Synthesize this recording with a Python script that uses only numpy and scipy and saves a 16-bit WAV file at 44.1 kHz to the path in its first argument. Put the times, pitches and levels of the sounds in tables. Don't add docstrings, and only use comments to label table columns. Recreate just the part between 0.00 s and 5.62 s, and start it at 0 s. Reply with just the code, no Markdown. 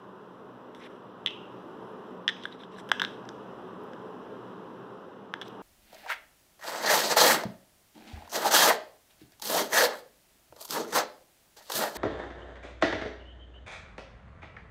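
import sys
import numpy as np
from scipy import signal
from scipy.io import wavfile
from scipy.ndimage import uniform_filter1d

SR = 44100
rng = np.random.default_rng(int(sys.argv[2]) if len(sys.argv) > 2 else 0)


def boost_factor(decibels):
    exponent = np.asarray(decibels, float) / 20
    return 10 ** exponent


def dump(signal):
    limited = np.clip(np.atleast_2d(signal).T, -1, 1)
    pcm = np.round(limited * 32767).astype(np.int16)
    wavfile.write(sys.argv[1], SR, pcm)


N = 247842

# start_s, level_db
FAN_LEVEL = [(0.0, -47.5), (0.53, -47.5), (1.36, -46), (1.6, -44), (2.13, -44), (2.33, -46.5),
             (2.61, -46.5), (3.01, -43), (4.38, -43.5), (4.71, -44), (5.31, -47), (5.62, -42.5)]
# start_s, lower_mode_hz, upper_mode_hz
GRIP = [
    (.7, 2060, 3400),
    (1.4, 2010, 3350),
    (2.27, 1840, 3330),
    (2.45, 1620, 3430),
    (2.9, 1650, 3380),
    (2.995, 1590, 3000),
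    (3.015, 1620, 3620),
    (3.3, 1600, 3560),
    (5.3, 1660, 3340),
]


def evened(x):
    return x / np.sqrt(np.mean(x ** 2) + 1e-20)


def peaked(x):
    return x / abs(x).max()


def read(points, hz):
    f, value = np.transpose(points)
    return np.interp(np.log(hz + 1), np.log(f + 1), value)


def add(mix, s, sound):
    part = mix[round(s * SR):][:len(sound)]
    part += sound[:len(part)]


def resonate(x, hz, width_hz):
    return signal.lfilter(*signal.iirpeak(hz, hz / width_hz, SR), x)


def resonate_twice(x, hz, width_hz):
    return resonate(resonate(x, hz, width_hz), hz, 2 * width_hz)


def band(x, lo_hz, hi_hz):
    return signal.sosfilt(signal.butter(3, [lo_hz, hi_hz], "band", fs=SR, output="sos"), x)


def ring(t, hz, t60, rise_s, bend=1):
    swell = np.sin(np.pi / 2 * np.minimum(t / rise_s, 1)) ** 2
    decay = boost_factor(-60 * (t / t60) ** bend)
    return peaked(np.sin(2 * np.pi * hz * t) * swell * decay)


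def gain_drift():
    level_db = np.interp(np.arange(N) / SR, *np.transpose(FAN_LEVEL))
    return level_db, level_db - level_db.mean()


def fan():
    # hz, density_db (per Hz)
    wash_colour = [(15, -73), (25, -30), (87, -31.5), (114, -16), (244, -6.5), (329, -3.5), (431, -4),
                   (684, -11), (1030, -6.5), (1540, -16), (2250, -32), (2880, -25), (4440, -35.5),
                   (13900, -59), (16300, -68)]
    # pitch_hz, width_hz, level_db
    hum_lines = [(59, 4.7, -83.5), (76, 4.9, -84), (122.9, 5.1, -63), (182.75, 2.6, -60.5),
                 (196.3, 15, -56.5), (249, 6.4, -59.5), (316, 11, -64.5), (377.8, 6.6, -57.5),
                 (423.4, 7.1, -58), (441.7, 6.9, -57.5), (517.3, 10, -60), (612, 16, -64.5), (997, 80, -69)]
    columns, hz = N // 512 + 5, np.fft.rfftfreq(2048, 1 / SR)
    a, b, patches = rng.standard_normal((columns, 1025, 3)).T
    patches = evened(uniform_filter1d(uniform_filter1d(patches, 14, 0), 8, 1))
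    colour_db = read(wash_colour, hz)[:, None] + 0.47 * patches
    wash = signal.istft((a + 1j * b) * boost_factor(colour_db), nperseg=2048, noverlap=1536)[1]
    hum = np.zeros(N)
    for pitch_hz, width_hz, db in hum_lines:
        hum += boost_factor(db) * evened(resonate(rng.standard_normal(N), pitch_hz, width_hz))
    level_db, drift_db = gain_drift()
    return boost_factor(level_db - 2.0) * evened(wash[:N]) + boost_factor(drift_db) * hum


def hiss():
    _, drift_db = gain_drift()
    return boost_factor(-83 + 0.2 * drift_db) * rng.standard_normal(N)


def pings():
    # start_s, peak_db, top_octave_db (relative)
    spits = [(0.7477, -58, -21), (1.259, -41, -17), (2.2782, -53, -14), (2.2982, -51, -22),
             (2.4562, -51.5, -19), (2.8888, -49, -12), (2.8964, -53, -8), (2.916, -32, -15),
             (2.996, -45, -17), (3.0004, -52, -8), (3.017, -39, -7), (3.0244, -53, -8), (3.0324, -50, -6),
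             (3.0384, -54, -10), (3.0484, -50, -19), (3.2894, -58, -12), (3.8352, -63, 0.5),
             (5.3403, -57, -10), (5.4131, -52, -2), (5.4814, -60, 5)]
    out = np.zeros(N)
    for s, db, top_db in spits:
        add(out, s, ping(db, top_db))
    return out


def ping(db, top_db):
    # hz, level_db
    cap_modes = [(8300, 0.5), (10100, -5.5), (11800, -7), (13600, 0), (15300, -8)]
    half_width_hz = 550
    u = np.arange(600) / SR / 0.0013
    burst = rng.standard_normal(600) * u ** 2 * np.exp(-2 * u)
    modes = [boost_factor(g) * band(burst, f - half_width_hz, f + half_width_hz) for f, g in cap_modes]
    return boost_factor(db) * (peaked(sum(modes[:3])) + boost_factor(top_db) * peaked(sum(modes[3:])))


def touches():
    # peak_s, upper_mode_db, lower_mode_db and tick_db (relative), contact_ms
    blows = [
        (1.2624, -10, -17.5, -13, 1.22),
        (2.28, -8.5, -8, -7, 1.29),
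        (2.455, -26, 3, -16, 1.7),
        (2.917, -11, 2.5, -7.5, 1.18),
        (2.9981, -18.5, -5.5, -6, 1.77),
        (3.0186, -14.5, 1.5, -5, 1.14),
        (3.0495, -15.5, -7.5, -10, 0.6),
        (5.3395, -24.5, 5.5, -5.5, 0.79),
        (5.4151, -27.5, -7, -4.5, 1.65),
    ]
    # peak_s, level_db, upper_mode_hz
    bounces = [
        (1.2732, -17.5, 3410),
        (1.2795, -24, 2930),
        (1.284, -33, 3400),
        (1.2962, -44, 2810),
        (2.2896, -16.5, 3480),
        (2.2945, -19.5, 3430),
        (2.2991, -26, 3500),
        (2.9257, -39, 3050),
        (3.026, -31, 3540),
        (5.42, -30, 3360),
    ]
    # peak_s, level_db, lower_mode_db and tick_db (relative), upper_mode_hz
    taps = [(0.749, -41.5, -6, -1, 3400), (1.3066, -33.5, -10, -7, 3630), (2.437, -34, -16, -4, 3140),
            (2.5263, -35.5, -26, -25, 3840), (2.605, -43.5, -0.5, -26, 3820),
            (2.6363, -38.5, -5, -15, 3220), (2.7638, -45, 1, -12, 4000), (2.7862, -43.5, 7.5, -5, 3900),
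            (2.8911, -36, -6, -3, 3040), (2.8984, -38, 2, -5, 3570), (3.002, -22, 0.5, -13, 3530),
            (3.0325, -25, -16, -11, 3570), (3.0402, -28, 6, -7, 3800), (3.053, -42, 12, 0, 2810),
            (3.2541, -51, 4, 7, 2900), (3.2905, -35, -1.5, 4.5, 3600), (3.9346, -45.5, 5.5, 2.5, 3200),
            (5.4816, -43, -14, 5, 3480)]
    grip_s, _, grip_hz = np.transpose(GRIP)
    rows = [(s, db, low, tick, np.interp(s, grip_s, grip_hz), ms) for s, db, low, tick, ms in blows]
    for s, db, hz in bounces:
        _, _, low_db, tick_db, _ = [blow for blow in blows if blow[0] < s][-1]
        rows.append((s, db, low_db + 6, tick_db - 4, hz, 1.2))
    return rows + [(*row, 1.3) for row in taps]


def knock(s, db, low_db, tick_db, upper_hz, contact_ms):
    # hz, level_db
    tick_modes = [(4850, 4.5), (5330, 5), (6150, 2.5), (7350, -6.5), (8000, -10.5), (9100, -17)]
    ring_per_contact = (5.2, 6.6, 5.2)
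    bend = 0.7
    t, contact_s = np.arange(SR // 16) / SR, contact_ms / 1000
    rise = 5e-4 + 0.45 * contact_s
    upper_t60, lower_t60, tick_t60 = contact_s * np.array(ring_per_contact) + rise
    lower_hz = np.interp(s, *np.transpose(GRIP)[:2])
    chance = rng.random(8) - 0.5
    high_twin, low_twin = 1 + 0.042 * chance[:2]

    high = ring(t, upper_hz, upper_t60, rise, bend)
    high += 0.16 * ring(t, upper_hz * 0.926 * high_twin, 0.017, rise)
    low = ring(t, lower_hz, lower_t60 + 0.0012, 1.34 * rise, bend)
    low += 0.17 * ring(t, lower_hz * 1.194 * low_twin, 0.017, rise)
    bright = np.zeros(len(t))
    for (hz, gain_db), c in zip(tick_modes, chance[2:]):
        bright += boost_factor(gain_db) * ring(t, hz * (1 + 0.082 * c), tick_t60 + 0.0029, 0.84 * rise, bend)

    sound = peaked(high) + boost_factor(low_db) * peaked(low) + boost_factor(tick_db - 4.5) * peaked(bright)
    return s - 0.92 * rise - 5e-5, boost_factor(db) * sound


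def case_knocks():
    out = np.zeros(N)
    for row in touches():
        add(out, *knock(*row))
    return out


def slips():
    slips_per_s, spread_db = 2600, 2.5
    bunch_db, bunch_s = 3, 0.0081
    grains = rng.standard_normal(N) * boost_factor(spread_db * np.minimum(rng.exponential(1, N), 3))
    grains = evened(grains * (rng.random(N) < slips_per_s / SR)) + 0.9 * rng.standard_normal(N)
    smooth = signal.butter(2, 0.23 / bunch_s, fs=SR, output="sos")
    bunches = evened(signal.sosfilt(smooth, rng.standard_normal(N)))
    return grains * boost_factor(bunch_db * bunches)


def stroke(t, start, length, lean_db):
    u = np.clip((t - start) / length, 0, 1)
    fade_in = (t - start) / 0.0074
    fade_out = 0.5 + (start + length - t) / 0.015
    return np.clip(np.minimum(fade_in, fade_out), 0, 1) * boost_factor(lean_db * u - max(lean_db, 0))


def scrapes():
    # hz, level_db
    edge_colour = [(5550, 10), (7700, 3), (8600, -1), (10500, -2), (13000, -24)]
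    # start_s, length_s, top_db, lower_mode_db and edge_db (relative)
    pushes = [
        (0.792, 0.08, -55, 5, -11),
        (2.39, 0.059, -52, -2, -26),
        (2.711, .045, -58, 2.5, -11),
        (2.766, 0.041, -54, -2, -3),
        (5.439, 0.042, -48, -11, -16),
    ]
    # start_s, length_s, top_db, pitch_hz, edge_db (relative)
    slides = [
        (0.751, 0.058, -59.5, 3470, -8),
        (0.896, 0.078, -65, 3000, -12),
        (2.36, 0.028, -47, 3050, -23),
        (2.434, 0.014, -47, 3600, -15),
        (2.457, 0.094, -57, 3400, -19),
        (2.518, 0.038, -55, 3840, -24),
        (2.588, 0.063, -52.5, 3600, -18),
        (3.065, 0.09, -57, 3260, -13),
        (5.42, 0.016, -40, 3280, -25),
        (5.49, 0.071, -62, 2980, -16),
    ]
    rub = slips()
    high = evened(resonate(resonate(rub, 3160, 800), 3930, 1200))
    low = evened(resonate(resonate(slips(), 2000, 1000), 2100, 1200))
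    edge = evened(sum(boost_factor(db) * resonate_twice(slips(), hz, 0.17 * hz) for hz, db in edge_colour))
    out, t = np.zeros(N), np.arange(N) / SR
    for s, length, db, low_db, edge_db in pushes:
        sound = high + boost_factor(low_db) * low + boost_factor(edge_db) * edge
        out += stroke(t, s, length, 8.5) * boost_factor(db) * sound
    for s, length, db, hz, edge_db in slides:
        spot = evened(resonate_twice(rub, hz, 510))
        sound = spot + boost_factor(-8.5) * low + boost_factor(edge_db) * edge
        out += stroke(t, s, length, -4.5) * boost_factor(db) * sound
    return out


def thumps():
    # start_s, peak_db, pitch_hz
    case_pushes = [
        (1.259, -31, 1090),
        (2.454, -30.5, 1120),
        (2.916, -10.5, 924),
        (3.018, -19.5, 960),
        (5.338, -26, 920),
        (5.42, -28.5, 862),
    ]
    out, t = np.zeros(N), np.arange(SR // 2) / SR
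    for s, db, hz in case_pushes:
        add(out, s + 0.00055, -boost_factor(db - 3.5) * ring(t, hz, 0.0074, 0.00058))
    return out


def spring_twangs():
    # hz, width_hz, level_db, t60_s
    coil_bands = [(2784, 400, -31.5, 0.65), (3050, 190, -42, 0.56), (3600, 350, -41, 0.16)]
    # start_s, level_db
    twangs = [
        (1.261, -10),
        (2.279, -26),
        (2.915, -17),
        (3.018, -22),
    ]
    out, t = np.zeros(N), np.arange(SR // 2) / SR
    for s, db in twangs:
        noise, coil = rng.standard_normal(len(t)), np.zeros(len(t))
        for hz, width_hz, gain_db, t60 in coil_bands:
            coil += boost_factor(gain_db - 60 * t / t60) * evened(resonate_twice(noise, hz, width_hz))
        add(out, s, boost_factor(db) * coil * np.minimum(t / 0.035, 1))
    return out


def squeak():
    # start_s, pitch_hz, level_db
    whine_path = [
        (1.8, 11236, -109),
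        (1.814, 11103, -84),
        (1.834, 10891, -89),
        (1.904, 11037, -87),
        (1.96, 10710, -101),
    ]
    s, hz, db = np.transpose(whine_path)
    t = np.arange(N) / SR
    tone = np.sqrt(2) * np.sin(2 * np.pi * np.cumsum(np.interp(t, s, hz)) / SR)
    return tone * boost_factor(np.interp(t, s, db, left=-140, right=-140))


def room(x):
    # hz, t60_s
    reverb_time = [(500, 0.072), (1700, 0.4), (3300, 0.37), (5200, 0.51), (8000, 0.49), (13000, 0.36)]
    taps = np.zeros(SR)
    at = np.arange(340, SR - 20, 20) + rng.integers(0, 20, (SR - 341) // 20)
    taps[at] = rng.choice([-1., 1.], at.shape)
    hz, t, z = signal.stft(taps, SR, nperseg=256)
    decay = boost_factor(-60 * t / read(reverb_time, hz)[:, None])
    tail = signal.istft(z * decay, SR, nperseg=256)[1]
    return signal.fftconvolve(x, tail / np.linalg.norm(tail))[:N]


def housing(x):
    # hz, width_hz, depth (0-1)
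    notches = [(2275, 420, 0.3), (4457, 1070, 0.69), (5720, 82, 0), (6680, 1000, 0.65), (8600, 1800, 0.5)]
    for hz, width_hz, depth in notches:
        x = x - depth * resonate(x, hz, width_hz)
    return x


def scene():
    case = case_knocks() + thumps() + pings() + spring_twangs()
    no_bass = signal.butter(3, 560, "high", fs=SR, output="sos")
    hands = signal.sosfilt(no_bass, case) + scrapes()
    at_microphone = housing(hands + boost_factor(-15.5) * room(hands) + fan())
    return (at_microphone + hiss() + squeak())[None]


def thin_patches(x):
    # hz, ratio (of the recent size)
    gate_share = [(4000, .2), (6000, .5), (6800, .85), (7600, .6), (8900, .95), (10000, .8), (15000, .85)]
    hz, _, z = signal.stft(x, SR, nperseg=2048, noverlap=1024)
    size = uniform_filter1d(uniform_filter1d(abs(z), size=6, axis=1), size=2, axis=2)
    steady = np.minimum(size, 1.3 * np.median(size, axis=-1, keepdims=True))
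    recent = uniform_filter1d(steady, size=31, axis=2)
    weak = size < read(gate_share, hz)[:, None] * recent
    return signal.istft(z * np.where(weak, boost_factor(-10), 1), SR, nperseg=2048, noverlap=1024)[1][:, :N]


def low_pass(x):
    return signal.sosfilt(signal.butter(12, 16470, fs=SR, output="sos"), x)


def record(dry):
    rumble_filter = signal.butter(2, 45, "high", fs=SR, output="sos")
    cut = thin_patches(signal.sosfilt(rumble_filter, dry))
    band_edge = signal.firwin(501, 15620, window=("kaiser", 7), fs=SR)
    low = signal.oaconvolve(cut, band_edge[None], "same")
    return low_pass(low + boost_factor(-25) * (cut - low))


dry = scene()
out = record(dry)
dump(out)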